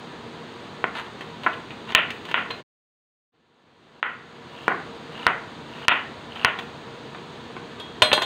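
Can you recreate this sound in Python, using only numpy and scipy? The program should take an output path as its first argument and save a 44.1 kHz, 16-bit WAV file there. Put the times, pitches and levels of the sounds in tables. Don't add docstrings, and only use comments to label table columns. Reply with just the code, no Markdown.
import sys
import numpy as np
from scipy import signal
from scipy.fft import rfft, irfft, next_fast_len
from scipy.io import wavfile

SR = 44100
rng = np.random.default_rng(int(sys.argv[2]) if len(sys.argv) > 2 else 0)


def store_wav(level_fs):
    pcm = np.round(np.clip(np.atleast_2d(level_fs), -1, 1) * 32767)
    wavfile.write(sys.argv[1], SR, pcm.T.astype(np.int16))


N = 363825
TIME = np.arange(N) / SR

# (t/s, force/dB, bass/dB, treble/dB, room/dB, number of blows, level dip/dB)
CHOPS = [(0.8411, 1.2, 5.5, -13, -10.5, 1, 0), (1.4632, 0.5, -6.5, -23, -7, 4, -2.5),
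         (1.9491, 12.5, -8.5, 6, -10.5, 1, 6), (2.3424, 5.5, -9.5, -2, -4.5, 1, 4.5),
         (4.0281, 18.5, -34, -10, -9, 1, 6), (4.6800, 5.5, 7.5, -26, -5, 1, 1),
         (5.2663, 12, -3.5, -12, -8.5, 1, 0.5), (5.8820, 18, -7, 2, -12.5, 1, 11.5),
         (6.4470, 10.5, -1, -2, -10, 1, 0.5)]
# (f/Hz, level/dB)
CRACKLE = [(1000, -12), (3800, 6.5), (5200, 2.5), (9000, -11), (11000, -21), (15500, -13)]


def from_db(db):
    return 10 ** (np.asarray(db) / 20)


def rms_one(x):
    return x / np.sqrt(np.mean(x ** 2) + 1e-20)


def at_hz(points, hz):
    knots, values = np.transpose(points)
    return np.interp(np.log(np.maximum(hz, 1)), np.log(knots), values)


def add(track, s, sound):
    at = round(s * SR)
    track[at:at + len(sound)] += sound[:max(N - at, 0)]


def butter(x, hz, kind, order):
    return signal.sosfilt(signal.butter(order, hz, kind, fs=SR, output="sos"), x)


def colour(x, spectrum):
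    size = next_fast_len(len(x))
    gain = from_db(at_hz(spectrum, np.fft.rfftfreq(size, 1 / SR)))
    return rms_one(irfft(rfft(x, size) * gain, size)[:len(x)])


def resonate(x, hz, width):
    r = np.exp(-np.pi * width / SR)
    feedback = [1, -2 * r * np.cos(2 * np.pi * hz / SR), r * r]
    return signal.lfilter(np.array([1, 0, -1]) * (1 - r * r) / 2, feedback, x)


def grains(per_s, spread_db, size):
    strength = from_db(spread_db * np.minimum(rng.exponential(1, size), 4))
    return strength * rng.choice([-1, 1], size) * (rng.random(size) < per_s / SR)


def hum(rush_db=-40.5):
    # (f/Hz, level/dB)
    rush_spectrum = [(20, -8), (55, -13), (85, -4), (135, -1), (420, -1), (560, -5.5), (1100, -6),
                     (2300, -14), (3700, -12.5), (4600, -18), (5100, -22.5), (8500, -33.5), (11000, -51.5),
                     (15500, -47)]
    # (f/Hz, width/Hz, level/dB)
    drone = [(143.4, 37, -53.5), (230.9, 24, -52), (467.4, 17, -51), (684, 23, -63.5), (967, 48, -54.5),
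             (1753, 15, -60.5)]
    tones = np.zeros(N)
    for hz, width, db in drone:
        band = resonate(rng.standard_normal(N), hz, width)
        tones += from_db(db) * rms_one(resonate(band, hz, width))
    return from_db(rush_db) * colour(rng.standard_normal(N), rush_spectrum) + tones


def kitchen_response(build_s=0.0011, wall_s=0.038, wall_spread_s=0.0053, wall_db=3):
    # (f/Hz, t60/s)
    decay_times = [(200, 0.57), (1000, 0.4), (2000, 0.43), (3200, 0.29), (4500, 0.15), (12000, 0.45)]
    t = TIME[:SR // 2]
    edges_hz = np.geomspace(60, 17000, 15)
    white = rng.standard_normal((2, len(t)))
    tail = np.zeros(len(t))
    for k, (low, high) in enumerate(zip(edges_hz, edges_hz[1:])):
        t60 = at_hz(decay_times, np.sqrt(low * high))
        tail += butter(white[k % 2], [low, high], "band", order=2) * from_db(-60 * t / t60)
    swell = from_db(wall_db * np.exp(-((t - wall_s) / wall_spread_s) ** 2))
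    build = 1 - np.exp(-t / build_s)
    return rms_one(tail * swell * build) / np.sqrt(len(t))


def in_room(sound, room_db):
    # (delay/s, gain)
    echoes = [(.0022, .16), (.0036, -0.24), (.0060, 0.035), (0.0107, 0.18), (0.0325, 0.032),
              (.0430, -0.021)]
    response = from_db(room_db) * kitchen_response()
    response[0] += 1
    for delay, gain in echoes:
        response[round(delay * SR)] += gain
    return signal.fftconvolve(sound, response)


def board(force, bass_db, treble_db, contact_hz, spread_hz=1550, radiate_hz=170):
    # (f/Hz, width/Hz, level/dB)
    modes = [(265, 240, -16.5), (423.4, 200, -19), (754, 190, -10.5), (1078, 160, -3.5), (1420, 183, -3.5),
             (1886, 360, -4.5), (2470, 240, -10), (2850, 740, -4), (3440, 240, -17)]
    tilt = [(600, bass_db), (1450, 0.012), (2900, treble_db)]
    body = sum(resonate(force, hz, width) * from_db(db + at_hz(tilt, hz)) for hz, width, db in modes)
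    for hz in (1400, 2700):
        body = body - 2 * resonate(body, hz, spread_hz)
    body = butter(body, radiate_hz, "high", order=2)
    body = butter(body, contact_hz, "low", order=4)
    return butter(body, 3900, "low", order=6)


def bumps(level_db=24, crackle_db=-22, room_db=-5):
    # (t/s, level/dB, crispness 0-1)
    contacts = [(1.064, -17, 0), (1.208, -16.5, 0.62), (1.434, -22, .9), (1.529, -20.5, 0.8),
                (1.705, -22.5, 0.85), (1.921, -11.5, 0.8), (2.103, -17.5, 0.94), (2.251, -23.5, 0.88),
                (2.313, -14, .8), (2.503, -13, .75), (6.358, -18.5, 0.64), (6.587, -14, 0.8),
                (7.147, -23.5, 0.05), (7.565, -23, .05), (8.177, -6, 0.1), (8.218, -9, .6)]
    # (decay/s, bass/dB, treble/dB, crackle/dB)
    dull, crisp = np.array([(0.0025, 14.5, -25.5, -15), (0.01, 5, 6, -0.5)])
    out, t = np.zeros(N), TIME[:SR // 10]
    for s, db, crispness in contacts:
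        decay_s, bass_db, treble_db, wet_db = dull + crispness * (crisp - dull)
        fade = np.exp(-t / decay_s)
        force = rms_one(grains(3300, spread_db=2.8, size=len(t)) * fade) / np.sqrt(len(t))
        thud = from_db(level_db) * board(force, bass_db, treble_db, contact_hz=3900)
        clicks = colour(grains(1800, spread_db=7, size=len(t)), CRACKLE)
        crackle = from_db(crackle_db + wet_db) * clicks * fade
        add(out, s, from_db(db) * (thud + crackle))
    return in_room(out, room_db)[:N]


def squeak(hz=2850, width_hz=300, slips_per_s=58, slip_s=0.0023):
    slip_times = np.append(0, np.cumsum(rng.uniform(0.6, 1.4, size=1000)) / slips_per_s)
    since_slip = TIME - slip_times[np.searchsorted(slip_times, TIME, "right") - 1]
    friction = rng.standard_normal(N) * np.exp(-since_slip / slip_s)
    return rms_one(resonate(resonate(friction, hz, width_hz), hz, 2 * width_hz))


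def slices(cells_per_s=900, crackle_db=-58, release_s=0.032, room_db=-6):
    # (start/s, end/s, rasp/dB, squeak/dB)
    strokes = [(0.941, 0.987, -31, -66), (1.871, 1.903, -35.5, -41), (2.278, 2.304, -35, -44),
               (4.46, 4.686, -47.5, -47), (5.107, 5.266, -41, -41.5), (5.676, 5.856, -43.5, -45),
               (6.307, 6.44, -43, -38)]
    # (f/Hz, level/dB)
    flesh_spectrum = [(300, -14.5), (900, 3), (1800, -0.5), (3900, -5.5), (5200, -21.5), (9000, -31.5),
                      (15500, -46.5)]
    rasp = colour(grains(cells_per_s, spread_db=3.5, size=N), flesh_spectrum)
    crackle = from_db(crackle_db) * colour(grains(600, spread_db=3, size=N), CRACKLE)
    chirr = squeak()
    out = np.zeros(N)
    for start, end, rasp_db, squeak_db in strokes:
        pressure = np.sqrt(np.interp(TIME, [start, end, end + release_s], [0, 1, 0]))
        out += pressure * (from_db(rasp_db) * rasp + crackle + from_db(squeak_db) * chirr)
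    return in_room(out, room_db)[:N]


def shimmer(t, spectrum, level_db=-24, t60=0.22):
    hz = rng.uniform(4500, 15500, size=(90, 1))
    partials = from_db(at_hz(spectrum, hz)) * np.sin(2 * np.pi * (hz * t + rng.random(hz.shape)))
    return rms_one(partials.sum(axis=0)) * from_db(level_db - 60 * t / t60)


def clinks(attack_s=0.00063, clash_s=0.0095, damping_db_per_s=220, room_db=-9):
    # (t/s, ring/dB, focus f/Hz, fall from it/dB per octave, t60 factor, clash/dB)
    touches = [(2.506, -24, 4310, 71, 0.58, -58), (7.798, -33.5, 3289, 54, 1.6, -32),
               (8.02, -16.5, 4200, 0.5, 1.1, -10), (8.129, -18, 3260, 1.5, 1, -9.5),
               (8.22, -23.5, 3190, 11, 1.3, -19)]
    # (f/Hz, level/dB, t60/s)
    blade_modes = [(614, 2, .25), (1120, -8, .2), (1443, -9, .3), (1513, -9, .16), (1750, -5, .15),
                   (2277, -15, .25), (3289, -3, .36), (3611, 2, .15), (4107, -2, .33), (7940, -21, .2),
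                   (8355, -19, .22), (8845, -19, .24), (3840, -13, .25), (4600, -20, .25), (6290, -27, .25),
                   (10280, -25, .12), (13700, -24, .06)]
    # (f/Hz, level/dB)
    clash_spectrum = [(300, -6), (600, 14), (2000, 0), (3600, 10), (5200, -5), (9000, -15), (12000, -20.5),
                      (15500, -33)]
    out, t = np.zeros(N), TIME[:SR // 2]
    hz, mode_db, t60 = np.transpose(blade_modes)[:, :, None]
    attack = 1 - np.exp(-t / attack_s)
    next_times = [row[0] for row in touches[1:]] + [np.inf]
    for (s, ring_db, focus_hz, fall_db, sustain, clash_db), next_s in zip(touches, next_times):
        struck_db = ring_db + mode_db - fall_db * np.abs(np.log2(hz / focus_hz))
        decay_db = 60 * t / (t60 * sustain) + damping_db_per_s * np.maximum(s + t - next_s, 0)
        partials = rng.choice([-1, 1], hz.shape) * np.sin(2 * np.pi * hz * t)
        ring = np.sum(from_db(struck_db - decay_db) * partials, axis=0)
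        clash = colour(grains(9000, spread_db=2.4, size=len(t)), clash_spectrum) * np.exp(-t / clash_s)
        add(out, s, attack * (ring + from_db(clash_db) * shimmer(t, clash_spectrum)))
        add(out, s, in_room(from_db(clash_db) * attack * clash, room_db))
    return out


def knock(db, bass_db, treble_db, room_db, blows, gap_s=0.0035, gap_spread=0.3, loss_db=0.5):
    force, s = np.zeros(SR // 15), 0
    for k in range(blows):
        force[round(s * SR)] = from_db(db - k * loss_db)
        s += gap_s * (1 + gap_spread * rng.uniform(-1, 1))
    contact_hz = 2850 * 2 ** (treble_db / 69)
    return in_room(board(force, bass_db, treble_db, contact_hz), room_db)


def slaps(force_db=24, thump_hz=99, thump_width_hz=30, thump_db=25.5):
    # (t/s, force/dB)
    landings = [(8.0198, 0.5), (8.116, -6.5), (8.1298, -16)]
    counter = resonate(signal.unit_impulse(SR // 4), thump_hz, thump_width_hz)
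    thump = butter(counter, 2 * thump_hz, "low", order=2)
    out = np.zeros(N)
    for s, db in landings:
        add(out, s, knock(force_db + db, bass_db=6.5, treble_db=5.5, room_db=-8.5, blows=2))
        add(out, s, from_db(thump_db + db) * thump)
    return out


def chops(force_db=24, room_lift_db=2):
    out = np.zeros(N)
    for s, db, bass_db, treble_db, room_db, blows, _ in CHOPS:
        add(out, s, knock(force_db + db, bass_db, treble_db, room_lift_db + room_db, round(blows)))
    return out


def dropout(drop_s=2.63, return_s=3.32, switch_s=0.03, depth_db=-28, fade_s=1.62, fade_power=1.76):
    is_open = np.clip(np.maximum(drop_s - TIME, TIME - return_s) / switch_s, 0, 1)
    fade_left = np.clip(1 - (TIME - return_s) / fade_s, 0, 1) * (TIME > return_s)
    return is_open * from_db(depth_db * fade_left ** fade_power)


def dips(lead_s=0.028, fall_s=0.0074, recovery_s=0.035):
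    corners_s = [-lead_s, fall_s - lead_s, 0, recovery_s]
    dips_db = sum(depth_db * np.interp(TIME - s, corners_s, [0, 1, 1, 0]) for s, *_, depth_db in CHOPS)
    return from_db(-dips_db)


def scene():
    return (chops() + slaps() + bumps() + slices() + clinks() + hum())[None]


def record(dry, low_cut_hz=55, high_cut_hz=15700):
    # (f/Hz, width/Hz, gain/dB)
    port = [(5370, 1500, -7.5), (6684, 150, 5.5), (7520, 550, -4.5), (8640, 350, 3.5), (9400, 570, -10)]
    for hz, width, db in port:
        dry = dry + (from_db(db) - 1) * resonate(dry, hz, width)
    clipped = np.clip(dry * dropout() * dips(), -1, 1)
    high_cut = signal.ellip(10, 0.1, 70, high_cut_hz, fs=SR, output="sos")
    return signal.sosfilt(high_cut, butter(clipped, low_cut_hz, "high", order=2))


dry = scene()
out = record(dry)
store_wav(out)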